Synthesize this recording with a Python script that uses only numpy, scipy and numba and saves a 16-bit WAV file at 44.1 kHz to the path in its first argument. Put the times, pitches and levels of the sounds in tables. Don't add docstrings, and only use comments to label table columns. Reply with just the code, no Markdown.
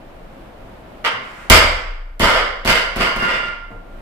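import sys
import numpy as np
from scipy import signal
from scipy.fft import rfft, irfft
from scipy.io import wavfile
from numba import njit

SR = 44100
rng = np.random.default_rng(int(sys.argv[2]) if len(sys.argv) > 2 else 0)


def master_out(mix):
    frames = np.transpose(np.atleast_2d(mix))
    ceiling = np.clip(frames, -1, 1)
    pcm = np.round(ceiling * 32767).astype(np.int16)
    wavfile.write(sys.argv[1], SR, pcm)


N = 177017
TIME = np.arange(N) / SR


def undb(db):
    return 10 ** (np.asarray(db) / 20)


def unit(x):
    return x / np.sqrt(np.sum(x ** 2))


def along(points, hz):
    f, value = np.transpose(points)
    return np.interp(np.log(np.maximum(hz, 1)), np.log(f), value)


def convolve(x, response):
    return signal.fftconvolve(np.atleast_2d(x), np.atleast_2d(response), axes=1)[:, :N]


def body(points, size=2048):
    log_spectrum = np.log(undb(along(points, np.fft.rfftfreq(size, 1 / SR))))
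    cepstrum = irfft(log_spectrum)
    cepstrum[1:size // 2] *= 2
    cepstrum[size // 2 + 1:] = 0
    return unit(irfft(np.exp(rfft(cepstrum))))


def ring(modes):
    hz, db, t60 = np.transpose(modes)[:, :, None]
    waves = undb(db) * np.exp((2j * np.pi * hz - np.log(1000) / t60) * TIME[:2 * SR])
    return waves / np.sqrt(np.sum(waves.real ** 2))


def add(track, s, sound, pan_db=0):
    start = max(int(s * SR), 0)
    sound = sound[..., :N - start]
    track[:, start:start + sound.shape[-1]] += undb([[pan_db / 2], [-pan_db / 2]]) * sound


def diffuse(size, alike_hz=420):
    mid, side = rfft(rng.standard_normal((2, size)))
    likeness = 1 / (1 + (np.fft.rfftfreq(size, 1 / SR) / alike_hz) ** 2)
    mid = mid * np.sqrt((1 + likeness) / 2)
    side = side * np.sqrt((1 - likeness) / 2)
    return irfft(np.array([mid + side, mid - side]), size)


def envelope(rise_s, hold_s, release_s):
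    t = TIME[:SR]
    rise = np.minimum((t + 1 / SR) / rise_s, 1)
    return rise * np.exp(-np.maximum(t - rise_s - hold_s, 0) / release_s)


def chatter(shape, rate=290, scatter_db=4.0):
    chance = rng.standard_normal((2, 512))
    gaps = np.exp(.6 * chance[0]) / rate
    at = ((np.cumsum(gaps) - gaps[0]) * SR).astype(int)
    strengths = np.sign(chance[0]) * undb(scatter_db * chance[1])
    heard = at < len(shape)
    knocks = np.zeros(len(shape))
    knocks[at[heard]] = strengths[heard]
    return unit(knocks * shape)


# (f/Hz, level/dB per Hz)
AIR_SPECTRUM = [(12, -32), (20, 10.5), (43, 1.5), (70, -3.5), (143, -5), (256, -5), (357, -5.5), (421, -9),
                (638, -3), (796, -8.5), (914, -10.5), (2160, -20.5), (3010, -24), (6180, -39.5),
                (15000, -41)]
AIR_DB, WAVER_DB = -39.5, 1


def room_air():
    waver = np.interp(TIME, np.linspace(0, TIME[-1], 30), rng.standard_normal(30))
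    return undb(AIR_DB + WAVER_DB * waver) * convolve(diffuse(N), body(AIR_SPECTRUM, size=8192))


# (f/Hz, fade time/s)
ROOM_FADE = [(60, 1), (200, 0.4), (550, 0.71), (2000, 0.66), (5000, 0.52), (8000, 0.5), (14000, 0.067)]


def room(x, side=1, direct_db=-9, wall_db=-7, build_s=0.003, port_lag_s=.00012, count=14):
    t = TIME[:SR]
    hz = np.fft.rfftfreq(SR, 1 / SR)
    noise = rfft(diffuse(SR))
    centres = np.geomspace(60, 15000, 12)
    tail = 0
    for centre, weights in zip(centres, np.eye(len(centres))):
        band = irfft(noise * along(np.c_[centres, weights], hz), SR)
        tail = tail + band * np.exp(-np.log(1000) * t / along(ROOM_FADE, centre))
    response = tail * (1 - np.exp(-t / build_s)) / np.sqrt(0.052 * SR)
    lags = rng.uniform(0.0018, .03, count)
    sizes = unit(rng.standard_normal(count))
    direct_lags = port_lag_s * np.array([side > 0, side < 0])
    for port, direct_s in zip(response, direct_lags):
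        arrivals = lags + rng.uniform(0, .0005, count)
        port[(arrivals * SR).astype(int)] += undb(wall_db) * sizes
        port[int(direct_s * SR)] += undb(direct_db)
    return convolve(x, response)


# (t/s, relative level/dB, hold/s)
SCUFFS = [(.45, -35, 0.28), (1.099, -26, 0.12), (3.695, -24.5, .01), (3.79, -35.5, 0.061)]
# (f/Hz, level/dB per Hz)
SCUFF_SPECTRUM = [(60, -5), (170, 6), (350, 1.5), (620, 1), (1200, -8.5), (3000, -33.5), (12000, -41.5)]
# (f/Hz, level/dB per Hz)
CLOTH_SPECTRUM = [(200, -22), (700, 5), (2000, 5.5), (4000, -12), (8000, -16.5), (15000, -21)]
SWISH_AT_S, SWISH_DB = 1.19, -38.5
SWISH_RISE_S, SWISH_HOLD_S, SWISH_RELEASE_S = 0.038, 0.2, 0.051


def lifter(shuffle_db=27, scuff_rise_s=.004, scuff_release_s=0.024):
    scuffs, swish = np.zeros((2, 2, N))
    for s, db, hold_s in SCUFFS:
        shape = envelope(scuff_rise_s, hold_s, scuff_release_s)
        add(scuffs, s, undb(db + shuffle_db) * chatter(shape, rate=240, scatter_db=4.0))
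    swell = envelope(SWISH_RISE_S, SWISH_HOLD_S, SWISH_RELEASE_S)
    add(swish, SWISH_AT_S, undb(SWISH_DB) * swell * rng.standard_normal(SR))
    return convolve(scuffs, body(SCUFF_SPECTRUM)) + convolve(swish, body(CLOTH_SPECTRUM))


# (second jolt's lag/s, rattle level/dB, rise/s, hold/s,
# treble level/dB, sleeve ring level/dB); the -1 s lag leaves that jolt silent,
# and the negative hold starts the fade before the rise
LET_GO_RATTLE = (-1, -5, 0.01, -0.04, -12.5, -4.5)
LET_GO_AT_S = 1.043
# (t/s, blow level/dB,
# second end's lag/s, rattle level/dB, rise/s, hold/s, treble level/dB, sleeve ring level/dB)
LANDINGS = [(1.499, -0.5, .025, 18.5, .006, 0.048, 9, -12.5), (2.196, -9, 0.03, 11, .002, 0.19, 3.5, -8),
            (2.649, -12, 0.038, 8, 0.033, 0.084, 6.5, -5.5),
            (2.96, -13.5, .042, 3.5, 0.045, 0.054, 0.5, -1),
            (3.160, -17.5, 0.061, -4.5, 0.053, 0.0017, -0.5, 9.5),
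            (3.277, -28.5, .056, -0.5, 0.0015, 0.0062, -21, 4),
            (3.401, -31.5, .05, -13, 0.002, 0.023, -43, 10)]
SQUASH_S = .004
RATTLE_RELEASE_S, RATTLE_PAN_DB = .035, -0.9
FLEX_HZ, FLEX_DB = 18, 1
JOLT_DB, JOLT_DECAY_S = (-4, -1.5), 0.013


def rattles():
    t = TIME[:SR]
    surge = undb(-FLEX_DB * np.cos(2 * np.pi * FLEX_HZ * t))
    shakes = [(LET_GO_AT_S, *LET_GO_RATTLE)]
    shakes += [(s + SQUASH_S, *rest) for s, _, *rest in LANDINGS]
    for s, lag_s, db, rise_s, hold_s, treble_db, ring_db in shakes:
        jolts = 0
        for at, jolt_db in zip((0, lag_s), JOLT_DB):
            jolts = jolts + undb(jolt_db) * (t >= at) * np.exp(-np.abs(t - at) / JOLT_DECAY_S)
        shape = jolts + surge * envelope(rise_s, hold_s, RATTLE_RELEASE_S)
        yield s, db, shape, treble_db, ring_db


def crack(decay_s):
    t = TIME[:SR // 20]
    fade = np.exp(-t / decay_s)
    spectrum = rfft(rng.standard_normal(len(t)) * fade)
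    flat = irfft(spectrum / np.abs(spectrum), len(t))
    return unit(flat * np.sqrt(fade))


def clack(knocks, clack_hz=1800, clack_spread=0.38, clack_q=24, dwell_s=0.038, count=10):
    spell = TIME[:len(knocks)] // dwell_s
    pitches = clack_hz * np.exp(clack_spread * rng.uniform(-2.175, 2.16, count))
    total = 0
    for k, hz in enumerate(pitches):
        spell_knocks = knocks * (spell == k) + 1e-18
        total = total + signal.lfilter(*signal.iirpeak(hz, clack_q, fs=SR), spell_knocks)
    return total


# (f/Hz, level/dB per Hz)
PLATE_SPECTRUM = [(120, -12), (350, -9), (560, 2.5), (800, -4.5), (1060, 2), (1450, 3), (1800, -0.5),
                  (2100, 4.3), (2550, -5), (2880, 2), (4100, -13.5), (4830, -4.5), (5500, -15),
                  (7000, -20.5), (8000, -16), (9200, -26.5), (10600, -18), (15000, -25)]
TREBLE_FADE_S = 0.11


def plates(clatter_db=24, treble_hz=3800, knock_s=0.0021, clack_db=0,
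           bass_hz=600, bass_db=-3, bass_slope=0.38):
    knocks = np.zeros((2, N))
    soft = signal.butter(1, treble_hz, fs=SR)
    deep = signal.butter(1, bass_hz, fs=SR)
    for s, db, shape, treble_db, _ in rattles():
        hits = chatter(shape[:SR // 2], rate=250, scatter_db=6.5)
        burst = undb(db) * signal.fftconvolve(hits, crack(knock_s))
        burst = burst + undb(clack_db) * clack(burst)
        bass_gain = undb(bass_db + bass_slope * db)
        burst = burst + (bass_gain - 1) * signal.lfilter(*deep, burst)
        dull = signal.lfilter(*soft, burst)
        hardness = undb(treble_db) * np.exp(-TIME[:len(burst)] / TREBLE_FADE_S)
        add(knocks, s, dull + hardness * (burst - dull), RATTLE_PAN_DB)
    return undb(clatter_db) * convolve(knocks, body(PLATE_SPECTRUM))


# (f/Hz, relative level/dB, time to fade 60 dB/s)
SLEEVE_MODES = [(1035, -11, 0.85), (1190, -12.5, 0.34), (1370, -5.5, 0.74), (1396, 2.5, 0.95),
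                (1417, 2.5, 0.49), (1752, -4.5, 0.55), (1930, -1, 0.5), (2070, -5, 0.71),
                (2120, -3.5, 0.57), (2795, -0.5, 0.5), (2812, -3, 0.56), (4750, -14.5, 0.55),
                (4850, -23, .55), (4965, -27.5, 0.5)]


def sleeves(sleeve_db=20, flutter=0.49, tilt=0.091, pivot_hz=1400, count=22):
    out = np.zeros((2, N))
    waves = ring(SLEEVE_MODES)[:, :SR]
    octaves = np.log2(np.array(SLEEVE_MODES)[:, 0] / pivot_hz)
    fade = np.abs(waves / waves[:, :1]) ** 2
    echoes = rng.standard_normal((len(waves), count)) + 1j * rng.standard_normal((len(waves), count))
    waves = waves * (1 + flutter * signal.resample(echoes, SR, axis=1))
    for s, db, shape, treble_db, ring_db in rattles():
        phases = np.exp(2j * np.pi * rng.random((2, len(waves))))
        shares = undb(tilt * treble_db * octaves) * phases
        swell = np.sqrt(np.cumsum(unit(shape) ** 2 / fade, axis=1))
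        tone = (shares @ (swell * waves)).real
        add(out, s, undb(db + ring_db + sleeve_db) * tone, RATTLE_PAN_DB)
    return out


# (thump level/dB, floor boom level/dB, slap level/dB,
# contact time ratio, left minus right/dB)
BAR_ENDS = [(-.5, -3, 11, 0.97, -.5), (1.5, 3, -7.5, 1.74, -1.5)]
CONTACT_S, CONTACT_SLOPE = 0.0073, 0.51
SLAP_SLOPE = 1.57


def contacts():
    for s, blow_db, lag_s, *_ in LANDINGS:
        contact_s = CONTACT_S * undb(-CONTACT_SLOPE * blow_db)
        for at, (thump_db, boom_db, slap_db, longer, pan_db) in zip((s, s + lag_s), BAR_ENDS):
            smack_db = SLAP_SLOPE * blow_db + slap_db
            yield at, blow_db + thump_db, blow_db + boom_db, contact_s * longer, smack_db, pan_db


# (f/Hz, relative level/dB, time to fade 60 dB/s)
BOOM_MODES = [(27.62, -14, 2.45), (33, -14.5, 1.3), (40.8, -1, 0.33), (50, -14, 0.51), (69.5, -14, 0.5),
              (74.2, 1.5, 0.51), (102, -21, 0.5)]
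# (f/Hz, level/dB per Hz)
SHUDDER_SPECTRUM = [(8, -40), (16, 7), (30, 15.5), (44, 2.5), (60, 0.5), (200, -51)]
# (f/Hz, level/dB per Hz)
THUMP_SPECTRUM = [(40, -7.5), (120, -5), (160, -1), (195, 3.5), (300, 0.5), (400, -4), (560, -3.5),
                  (900, -7.5), (2000, -9), (8000, -40)]
# (f/Hz, level/dB per Hz)
SLAP_SPECTRUM = [(100, -25), (600, -13.5), (3000, 5.5), (7000, -6), (15000, -4)]


def landings(boom_db=40, thump_db=35, slap_db=20, slap_near=0.11, slap_s=0.0023,
             shudder_db=-19, shudder_s=0.54):
    push, blow, slap, shake = np.zeros((4, 2, N))
    settle = np.exp(-TIME / shudder_s)
    for s, blow_db, push_db, contact, smack_db, pan_db in contacts():
        force = np.sin(np.pi * np.minimum(TIME[:SR // 20] / contact, 1))
        add(push, s + SQUASH_S, undb(push_db) * force / force.sum())
        shudder_shape = settle * (1 - np.exp(-TIME / contact))
        add(shake, s, (undb(push_db) * shudder_shape) ** 2)
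        add(blow, s + SQUASH_S, undb([blow_db]), pan_db)
        add(slap, s, undb(smack_db) * crack(slap_s), pan_db)
    boom = undb(boom_db) * convolve(push, ring(BOOM_MODES).real.sum(axis=0))
    rumble = convolve(diffuse(N), body(SHUDDER_SPECTRUM, size=8192))
    shudder = undb(shudder_db) * np.sqrt(shake) * rumble
    slap = undb(slap_db) * convolve(slap, body(SLAP_SPECTRUM))
    slap[0] = np.roll(slap[0], 4)
    thump = undb(thump_db) * convolve(blow, body(THUMP_SPECTRUM))
    return boom + shudder + slap_near * slap + room(thump + slap)


def scene():
    left_end = room(plates() + lifter(), side=-1)
    right_end = room(plates(), side=1)
    return landings() + sleeves() + left_end + right_end + room_air()


def ports(x, presence_hz=5000, presence_q=0.99, presence=0.43, left_db=1.0):
    band = signal.lfilter(*signal.iirpeak(presence_hz, presence_q, fs=SR), x)
    coloured = x + presence * band * np.array([[-1], [1]])
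    return coloured * undb([[left_db / 2], [-left_db / 2]])


@njit
def follow(x, attack, release):
    out, e = np.empty(len(x)), 0.
    for i in range(len(x)):
        e += (x[i] - e) * (attack if x[i] > e else release)
        out[i] = e
    return out


TOP_HZ = 15150


def record(dry, threshold_db=-21, ratio=2.0, attack_s=0.031, release_s=0.31, ceiling=0.99):
    heard = ports(dry)
    loudness = follow(np.abs(heard).max(axis=0), 1 / (attack_s * SR), 1 / (release_s * SR))
    x = heard * np.maximum(loudness / undb(threshold_db), 1) ** (1 / ratio - 1)
    x = x / (1 + (x / ceiling) ** 8) ** (1 / 8)
    return signal.sosfilt(signal.ellip(8, .2, 70, TOP_HZ, fs=SR, output="sos"), x)


dry = scene()
out = record(dry)
master_out(out)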